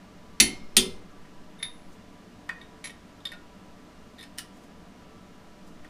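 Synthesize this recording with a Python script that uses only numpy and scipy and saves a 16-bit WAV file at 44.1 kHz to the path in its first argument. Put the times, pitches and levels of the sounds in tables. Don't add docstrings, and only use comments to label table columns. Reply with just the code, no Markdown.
import sys
import numpy as np
from scipy import signal
from scipy.fft import rfft, irfft
from scipy.io import wavfile
from scipy.ndimage import uniform_filter1d

SR = 44100
rng = np.random.default_rng(int(sys.argv[2]) if len(sys.argv) > 2 else 0)


def makeup_ratio(level_db):
    decades = np.asarray(level_db, float) / 20
    return 10 ** decades


def master(y):
    cut = np.clip(np.atleast_2d(y).T, -1, 1)
    pcm = np.round(cut * 32767)
    wavfile.write(sys.argv[1], SR, pcm.astype(np.int16))


N = 259749

# frequency_hz, density_db_per_hz
AIR_SPECTRUM = [(14, -38), (24, -16), (102, -7.5), (124, -14), (181, 1.5), (258, -7.5), (288, -4),
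                (368, -11), (602, -15), (882, -18.5), (957, -17), (1040, -19), (5960, -30), (15300, -48.5),
                (16400, -50)]
# frequency_hz, width_hz, rms_db
DUCT_RESONANCES = [(58.4, 8.7, -70.5), (103, 8.76, -65), (190, 22, -62), (203.1, 39, -68.5), (239, 10, -64),
                   (287, 7.55, -62.5), (341.6, 24.8, -78), (437, 38, -65), (591.3, 49, -64.5),
                   (695.7, 19.87, -72.5), (974, 14, -66), (1160, 9.2, -69.5), (1318, 3.8, -73),
                   (1629, 47.9, -77), (2830, 6.5, -77)]
# frequency_hz, rms_db
MOTOR_TONES = [(25.6, -64.5), (59.2, -66)]
# peak_time_s, peak_db
GUSTS = [
    (0.11, -66),
    (0.39, -56),
    (0.66, -46),
    (.92, -48),
    (1.18, -46),
    (1.78, -47),
    (4.81, -58),
    (5.4, -61),
    (5.8, -47),
]

# start_s, ring_db, crack_db, chassis_thump_db, chatter_length_s
BREAKS = [
    (0.4, -6.5, -0.5, -20.5, 0.00833),
    (0.7664, 0, -3, -19.5, 0.0084),
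]
# start_s, peak_db
CAM_BLOWS = [
    [(.4004, -2), (.4013, -5.5), (.4023, -3.5), (.4048, -0.5), (.4063, -1.5), (.4076, -4), (.4098, -5), (.4127, -12)],
    [(.7669, -1), (.7678, -5), (.7688, 1), (.7701, -3.5), (.7729, -8), (.7773, -6.5), (.7797, -9.5), (.7818, -8.5)],
]
# frequency_hz, level_db, t60_s
BREAK_MODES = [(1820, -18, 0.1202), (2298, -20.5, .15), (2766, -23.5, .15), (3673, -15, .18),
               (4027, -10, 0.071), (4280, -15, .17), (4520, -14, .13), (4650, -14.5, .09),
               (6000, -14.5, .05), (6283, -22, .1), (7585, -17, 0.087), (8775, -18.5, .1),
               (10600, -23, 0.18), (10990, -19, .09)]
RESET_MODES = [(1953, -15, 0.044), (2740, -16, .1), (3000, -24, .1), (3540, -13, .12), (3930, -19.5, .1),
               (4300, -17, .08), (4600, -17, .07), (5080, -19, 0.068), (5700, -24.5, .16),
               (6450, -13.5, 0.074), (8700, -5, 0.058), (10200, -13, .05)]
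# frequency_hz, level_db, t60_s
BREAK_CLEAR_MODES = [(1843, -30, .22), (2062, -23.5, .24), (2143, -27, .44), (2540, -30, .15),
                     (2600, -23, .17), (2998, -30, .15), (3097, -27, .3), (4170, -51, .75),
                     (4370, -21, .19), (4520, -22, .14), (5230, -53, 1.1), (9862, -11.5, .18)]
RESET_CLEAR_MODES = [(1900, -17, .06), (2089, -39, .5), (2600, -27, .16), (2797, -29, .2), (3097, -28, .28),
                     (3274, -19, .16), (3407, -23, .12), (3488, -22, .15), (3596, -26, .27),
                     (3726, -22, .12), (3840, -23, .12), (5211, -29.5, .3), (6300, -20, .06),
                     (6620, -21, .1), (9819, -28, .24)]
# frequency_hz, density_db_per_hz
BREAK_CRACK = [(410, -43.5), (700, -25), (1700, -17.5), (2080, -2), (3300, -11), (4400, 0), (5000, -12.5),
               (6000, -2), (7000, -12), (7700, -5.5), (9300, -13.5), (10500, -4), (11500, -18.5),
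               (14800, -16), (16000, -37.5)]
RESET_CRACK = [(410, -37), (700, -22.5), (852, -18.5), (1050, -24), (1890, -15.5), (2220, -13.5),
               (3370, -5.5), (4050, -7), (5120, -8), (7010, -12.5), (9990, -6.5), (11100, -18.5),
               (14200, -18), (15400, -24), (16000, -47.5)]
# frequency_hz, level_db, t60_s
BREAK_CHASSIS = [(38.7, -22.5, 0.41), (52, -20.5, 0.608), (199, -2, 0.11), (226, -0.5, .08),
                 (264, -11.5, .22), (317.7, -8.5, 0.19), (374, -7.5, .1), (410, -14, .13),
                 (457, -18.5, .15), (545.6, -19.5, .15), (630, -19, 0.17), (755, -23, .2),
                 (894, -17.5, 0.11)]
RESET_CHASSIS = [(38.24, -19, 0.84), (51.6, -23.5, 1), (176, -14.5, 0.15), (205, 4, 0.085), (252, -4, 0.12),
                 (255, -6, 0.23), (297, -15, 0.29), (372.5, 1, 0.17), (416, -14, 0.21), (483, -19, 0.27),
                 (563.5, -12.5, 0.13), (822, -17.5, 0.031)]

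# frequency_hz, t60_s
ARCH_T60 = [(100, 0.51), (260, 0.28), (700, 0.39), (1840, 0.19), (4850, 0.15), (12800, 0.1109)]

# start_s, ring_db, crack_db, crack_length_s, brightness_db_per_octave
SEAT = [
    (1.249, -58.5, -50, 0.013, .1),
    (2.491, -60, -28, .0016, .1),
    (2.4925, -30, -32, .009, .1),
    (5.845, -57, -43, .01, .1),
]
LIFT_OFF = [
    (1.598, -56.5, -46.5, 0.0048, -15.5),
    (1.6262, -28, -25, .0078, 1.3),
]
REBOUND = [
    (2.613, -46, -46, .006, .1),
    (2.8955, -42.5, -41, 0.0087, .1),
]
TURN = [
    (2.8405, -33, -29.5, 0.0071, 0.55),
    (2.855, -50, -29, 0.0073, .1),
    (2.871, -56, -32.5, 0.0063, .1),
]
SHIFT = [
    (3.2025, -65, -51, .006, .1),
    (3.2522, -29, -29, 0.0061, 2.3),
    (3.269, -48, -36, 0.004, -5),
]
SETTLE = [
    (3.318, -41.5, -36, 0.0041, 1.5),
    (3.323, -48, -38.5, .004, -0.5),
    (3.334, -61, -41, .0079, -6),
]
RATTLE = [
    (4.183, -52, -52, 0.0053, -1),
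    (4.1905, -51, -46, .004, -1),
    (4.198, -49, -54, .005, -3),
    (4.209, -48, -46, 0.004, 5),
    (4.217, -52, -52, .005, -4),
]
LATCH = [
    (4.227, -46.5, -39.5, .003, .1),
    (4.237, -56, -38, 0.0038, -1),
]
TICKS = [
    (2.9045, -47, -41, .0015, -2),
    (4.1905, -58, -46, .0012, 5),
    (4.2283, -49, -39, .0015, 1),
    (4.3763, -50, -50, .001, 3),
    (4.3843, -30, -40, .001, 3),
]
# frequency_hz, level_db, t60_s
SEAT_MODES = [(785, -25, .04), (946, -12, .051), (1100, -10, 0.051), (1233, -20, 0.11), (1495, -19, 0.11),
              (1690, -18, .25), (1848, 7.5, 0.051), (1927, 1, 0.04), (2260, -11, 0.11), (2471, -16, 0.19),
              (2540, -14, 0.19), (2820, -21, 0.19), (3451, -21, 0.13), (3600, -15, 0.1), (4640, -21, 0.11),
              (5070, -16, 0.04)]
LIFT_OFF_MODES = [(1147, -32, 0.33), (1800, -11.5, 0.16), (1856, -16, .1), (2063, -12, 0.15),
                  (2141, -15, .2), (2190, -15, 0.15), (2247, -14, .13), (2369, -24, .2), (2600, -26, 0.2),
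                  (3505, -13, 0.13), (3619, -4.5, 0.14), (3713, -4.5, .18), (4430, -20, 0.15),
                  (4600, -17, .09), (6400, -24, 0.09), (10430, -14, .05), (10492, -27, 0.55),
                  (10575, -5, .055), (10492, -1, 0.065)]
REBOUND_MODES = [(1880, 2, 0.05), (2255, -8.5, .14), (2600, -13, 0.12), (3095, -12, 0.07),
                 (3400, -9, 0.042), (3714, -2, 0.11), (4460, -17, .08), (5857, -19, 0.08),
                 (10660, -16, 0.06)]
TURN_MODES = [(1850, -8, 0.16), (2040, -12, .06), (2234, -7, 0.11), (2606, -17, 0.2), (3106, -17, 0.2),
              (3714, -13, .11), (4000, 1, 0.05), (4280, -20, .13), (4590, -16, .1), (5100, -18, .12),
              (5857, -12, .1), (6230, -17, 0.064), (6648, -15, .1), (7300, -20, 0.14), (10610, -4, 0.11),
              (10950, -10, .02)]
SHIFT_MODES = [(1136, -20, 0.12), (1868, -10, 0.1), (2239, -21, 0.22), (3106, -23, .15), (3420, -16, .07),
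               (3620, -0.5, 0.068), (3690, -6, 0.07), (4120, -21, .07), (4310, -23, .12),
               (4620, -17, 0.099), (5070, -20, 0.09), (7360, -28, 0.12), (8900, -19, 0.021),
               (11000, -17, 0.022), (11500, -21, 0.029), (12000, -25, .027)]
SETTLE_MODES = [(1434, -11, 0.25), (1650, -17, .15), (1845, 6.5, 0.062), (2250, -15, .1), (2610, -14, .11),
                (2950, -16, .08), (3650, -6, 0.11), (3700, -7, 0.17), (4270, -20, .06), (4670, -12, .054),
                (5200, -17, .1), (8120, -9, .02), (9000, -12, .015), (11200, -3.5, 0.016),
                (11400, -18, .035)]
RATTLE_MODES = [(1820, -1, 0.12), (3330, -6, .05), (3550, -3, .06), (3750, 0, .06), (3950, -3, .05),
                (4290, -6, .05), (5950, -14, .04), (8950, -16, .02), (10870, -9, 0.03), (11300, -12, .02)]
LATCH_MODES = [(1830, -3, .1), (2270, -2, 0.063), (2600, -10, .12), (3060, -10, .1), (3920, -4, .06),
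               (4120, -6, .06), (5200, 0, .05), (6400, -12, .04), (11000, -10, .03)]
TICK_MODES = [(5400, -2, .011), (7000, -4, .01), (8600, 0, .012), (11900, -8, .01), (14000, -10, .01)]
# frequency_hz, density_db_per_hz
SEAT_CRACK = [(600, -16), (900, -5), (1400, -2.5), (1850, -2.5), (2600, -9.5), (5000, -19), (9000, -22.5),
              (14000, -36), (16000, -41.5)]
LIFT_OFF_CRACK = [(600, -12.5), (1500, -9.5), (2100, 4), (2800, -8.5), (3700, 1), (5500, -9.5), (8000, -20),
                  (10500, -4), (12500, -25), (16000, -35)]
TURN_CRACK = [(350, -41), (600, -15), (1550, -12), (2210, 1), (2760, -11), (3940, -8.5), (7730, -17),
              (10700, -19), (16000, -45)]
SHIFT_CRACK = [(600, -24), (1850, -10.5), (2700, -11), (3500, 3.5), (4600, -8.5), (6000, -20), (11500, -19),
               (16000, -42)]
SETTLE_CRACK = [(350, -31), (600, -10), (1130, -14), (1880, -7), (3340, -14), (3680, -8), (5560, -21),
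                (11300, -34), (16000, -35)]
RATTLE_CRACK = [(600, -21), (1850, -6), (2900, -6), (3600, -13), (4500, -8), (6500, -14), (8500, -16),
                (16000, -31)]
RING_SWELLS = (0.0013, 0.0022, 0.0022, 0.0019, 0.00086, 0.0014, 0.0011, .001, 0.00045)

# start_s, length_s, level_db
SLIDES = [
    (1.579, .069, -53.5),
    (4.176, 0.07, -49.5),
]
# peak_time_s, peak_db
RUSTLES = [
    (1.93, -63.5),
    (4.57, -64.5),
    (4.64, -64),
    (5.68, -64),
]
# start_s, peak_db, length_s
SNAPS = [
    (4.3765, -41, 0.006),
    (4.381, -35, .004),
    (4.3843, -22, 0.0016),
    (4.3863, -29, 0.0022),
    (4.3897, -24.5, 0.004),
    (4.396, -33, .004),
]
# frequency_hz, density_db_per_hz
SNAP_SPECTRUM = [(350, -28), (600, -20), (1110, -19), (1370, -1.5), (1550, -19), (1800, 2), (2040, -7),
                 (2650, -10.5), (2950, 1), (3210, -9), (3860, -6.5), (5400, -8.5), (7520, -13),
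                 (8500, -10.5), (10100, -5), (12000, -21), (15200, -16), (16000, -36.5)]


def rms_one(x):
    return x / np.sqrt(np.mean(x ** 2) + 1e-20)


def peak_one(x):
    return x / (np.max(np.abs(x)) + 1e-12)


def at_hz(points, hz):
    table = np.array(points)
    return np.interp(np.log(hz + 1), np.log(table[:, 0]), table[:, 1])


def coloured(x, spectrum):
    level_db = at_hz(spectrum, np.linspace(0, SR / 2, 1025))
    cepstrum = irfft(np.log(makeup_ratio(level_db)))
    cepstrum[1:1024] *= 2
    cepstrum[1025:] = 0
    response = irfft(np.exp(rfft(cepstrum)))
    return signal.fftconvolve(x, response)[:len(x)]


def resonance(x, hz, width_hz):
    r = np.exp(-np.pi * width_hz / SR)
    return signal.lfilter([1, 0, -1], [1, -2 * r * np.cos(2 * np.pi * hz / SR), r * r], x)


def ringing(modes, scatter_db, swell_s, tilt_db=0, flutter_db=0, size=SR // 2):
    hz, level_db, t60 = np.transpose(modes)[:, :, None]
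    t = np.arange(size) / SR
    luck = rng.standard_normal((len(modes), 1))
    sense = (-1) ** np.arange(len(modes))[:, None]
    slow_noise = rng.standard_normal((len(modes), size // 300 + 1))
    flutter = signal.resample_poly(slow_noise, 300, 1, axis=1)[:, :size]
    level_db = level_db + scatter_db * luck + tilt_db * np.log2(hz / 3700) + flutter_db * flutter
    decay = makeup_ratio(level_db - 60 * t / np.maximum(t60, .01))
    sines = sense * decay * np.sin(2 * np.pi * hz * t)
    build_up = 1 - np.exp(-(t / max(swell_s, .0002)) ** 2)
    return sines.sum(axis=0) * build_up


def chatter(length_s, size=2048):
    t = np.arange(size) / SR
    shape = (1 - np.exp(-t / 0.00076)) * np.exp(-(t / max(length_s, .0005)) ** 2)
    hail = rng.standard_normal(size) * shape
    for _ in range(4):
        even = irfft(np.exp(1j * np.angle(rfft(hail))))
        hail = shape * even / np.sqrt(uniform_filter1d(even ** 2, size=70) + 1e-12)
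    return hail


def crack_sound(length_s, spectrum):
    return peak_one(coloured(chatter(length_s), spectrum))


def add(track, sound, s):
    i = round(s * SR)
    track[i:i + len(sound)] += sound[:N - i]


def swells(events, rise_db_per_s, fall_db_per_s):
    s, peak_db = np.transpose(events)[:, :, None]
    late = np.arange(N) / SR - s
    return makeup_ratio(peak_db + np.minimum(rise_db_per_s * late, -fall_db_per_s * late)).sum(axis=0)


def fan():
    gain = makeup_ratio(at_hz(AIR_SPECTRUM, np.fft.rfftfreq(N, 1 / SR)))
    air = rms_one(irfft(rfft(rng.standard_normal(N)) * gain, N))
    white = rng.standard_normal(N)
    out = makeup_ratio(-53.5) * air
    for hz, width_hz, level_db in DUCT_RESONANCES:
        out += makeup_ratio(level_db) * rms_one(resonance(white, hz, width_hz))
    return out


def hum():
    t = np.arange(N) / SR
    return sum(makeup_ratio(level_db) * np.sqrt(2) * np.sin(2 * np.pi * hz * t) for hz, level_db in MOTOR_TONES)


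def draught():
    band = signal.butter(3, [.9, 6.0], "band", fs=SR, output="sos")
    slow = signal.sosfilt(band, rng.standard_normal(N + SR))[SR:]
    gain = makeup_ratio(-58.5) + swells(GUSTS, rise_db_per_s=69.5, fall_db_per_s=37)
    return gain * rms_one(slow)


def wrench():
    rings, clear, cracks, body = np.zeros((4, N))
    wall_echo_s, wall_loss_db = .0453, 8
    parts = zip(BREAKS, (BREAK_MODES, RESET_MODES), (BREAK_CLEAR_MODES, RESET_CLEAR_MODES),
                (BREAK_CRACK, RESET_CRACK), (BREAK_CHASSIS, RESET_CHASSIS), CAM_BLOWS)
    for (s, ring_db, crack_db, thump_db, length_s), modes, clear_modes, crack, chassis, blows in parts:
        ring = ringing(modes, 0, swell_s=0.005, flutter_db=3.0, size=SR // 3)
        add(rings, makeup_ratio(ring_db - 5.5) * ring, s)
        add(clear, ringing(clear_modes, 0, swell_s=0.005, flutter_db=2, size=SR), s)
        add(cracks, makeup_ratio(crack_db) * crack_sound(length_s, crack), s)
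        for blow_s, blow_db in blows:
            add(cracks, makeup_ratio(blow_db - 2.0) * crack_sound(.0006, crack), blow_s)
        boom = ringing(chassis, 0, swell_s=0.01287, flutter_db=4.5, size=SR)
        boom = makeup_ratio(thump_db) * peak_one(boom)
        for trip in range(4):
            add(body, makeup_ratio(-wall_loss_db * trip) * boom, s + wall_echo_s * trip)
    return rings, clear, cracks, body


def arch(x):
    garage_db, garage_longer = -11, 2.41
    t = np.arange(SR // 2) / SR
    tail = 0
    edges = 100 * 2 ** np.arange(0, 7.6, .5)
    for low, high in zip(edges, edges[1:]):
        band_pass = signal.butter(2, [low, high], "band", fs=SR, output="sos")
        band = signal.sosfilt(band_pass, rng.standard_normal(len(t)))
        t60 = np.clip(at_hz(ARCH_T60, np.sqrt(low * high)), .05, .6)
        fall_db = -60 * t / t60
        tail = tail + band * (makeup_ratio(fall_db) + makeup_ratio(garage_db + fall_db / garage_longer))
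    tail = tail * (1 - np.exp(-t / .0015))
    return signal.fftconvolve(x, tail / np.sqrt(np.sum(tail ** 2)))[:N]


def socket():
    rings, cracks = np.zeros((2, N))
    groups = ((LIFT_OFF, LIFT_OFF_MODES, LIFT_OFF_CRACK),
              (SEAT, SEAT_MODES, SEAT_CRACK),
              (TURN, TURN_MODES, TURN_CRACK),
              (SHIFT, SHIFT_MODES, SHIFT_CRACK),
              (SETTLE, SETTLE_MODES, SETTLE_CRACK),
              (RATTLE, RATTLE_MODES, RATTLE_CRACK),
              (REBOUND, REBOUND_MODES, SHIFT_CRACK),
              (LATCH, LATCH_MODES, RATTLE_CRACK),
              (TICKS, TICK_MODES, SNAP_SPECTRUM))
    for (touches, modes, crack), swell_s in zip(groups, RING_SWELLS):
        for s, ring_db, crack_db, length_s, tilt_db in touches:
            ring = ringing(modes, 1.0, swell_s, tilt_db, flutter_db=2, size=SR // 3)
            add(rings, makeup_ratio(ring_db) * ring, s)
            add(cracks, makeup_ratio(crack_db) * crack_sound(length_s, crack), s)
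    return rings, cracks


def slides():
    out = np.zeros(N)
    press_db, edge_s = -1, 0.011
    for (s, length_s, level_db), modes in zip(SLIDES, (LIFT_OFF_MODES, SHIFT_MODES)):
        late = np.arange(N) / SR - s
        contact = np.clip(np.minimum(late, length_s - late) / edge_s, 0, 1)
        press = contact * makeup_ratio(level_db + press_db * np.clip(late / length_s, 0, 1))
        grains = press * rng.standard_normal(N) * makeup_ratio(3.6 * rng.standard_normal(N) - 5.0)
        damped = ringing(np.array(modes) * [1, 1, .2], 0, swell_s=0.00027)
        out += signal.fftconvolve(grains, damped)[:N] / np.sqrt(np.sum(damped ** 2))
    return out


def gloves():
    rustle = resonance(rng.standard_normal(N), 5700, 5600)
    return swells(RUSTLES, rise_db_per_s=450, fall_db_per_s=400) * rms_one(rustle)


def ratchet():
    out = np.zeros(N)
    for s, peak_db, length_s in SNAPS:
        add(out, makeup_ratio(peak_db) * crack_sound(length_s, SNAP_SPECTRUM), s)
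    return out


def scene():
    air = fan() + hum() + draught()
    rings, clear, cracks, body = wrench()
    socket_rings, socket_cracks = socket()
    rings = rings + socket_rings + slides()
    cracks = cracks + socket_cracks + ratchet()
    echoes = arch(makeup_ratio(-5) * cracks + makeup_ratio(-7.5) * rings + makeup_ratio(-6.5) * body)
    return (rings + clear + cracks + echoes + body + gloves() + air)[None]


def band_limit(x):
    return signal.sosfilt(signal.butter(12, 15450, fs=SR, output="sos"), x)


def record(dry):
    full_scale, cutoff_hz = .74, 16900
    held = np.clip(dry, -full_scale, full_scale)
    low_pass = signal.cheby2(12, 80, cutoff_hz, fs=SR, output="sos")
    cut = signal.sosfilt(low_pass, held)
    return band_limit(cut)


dry = scene()
out = record(dry)
master(out)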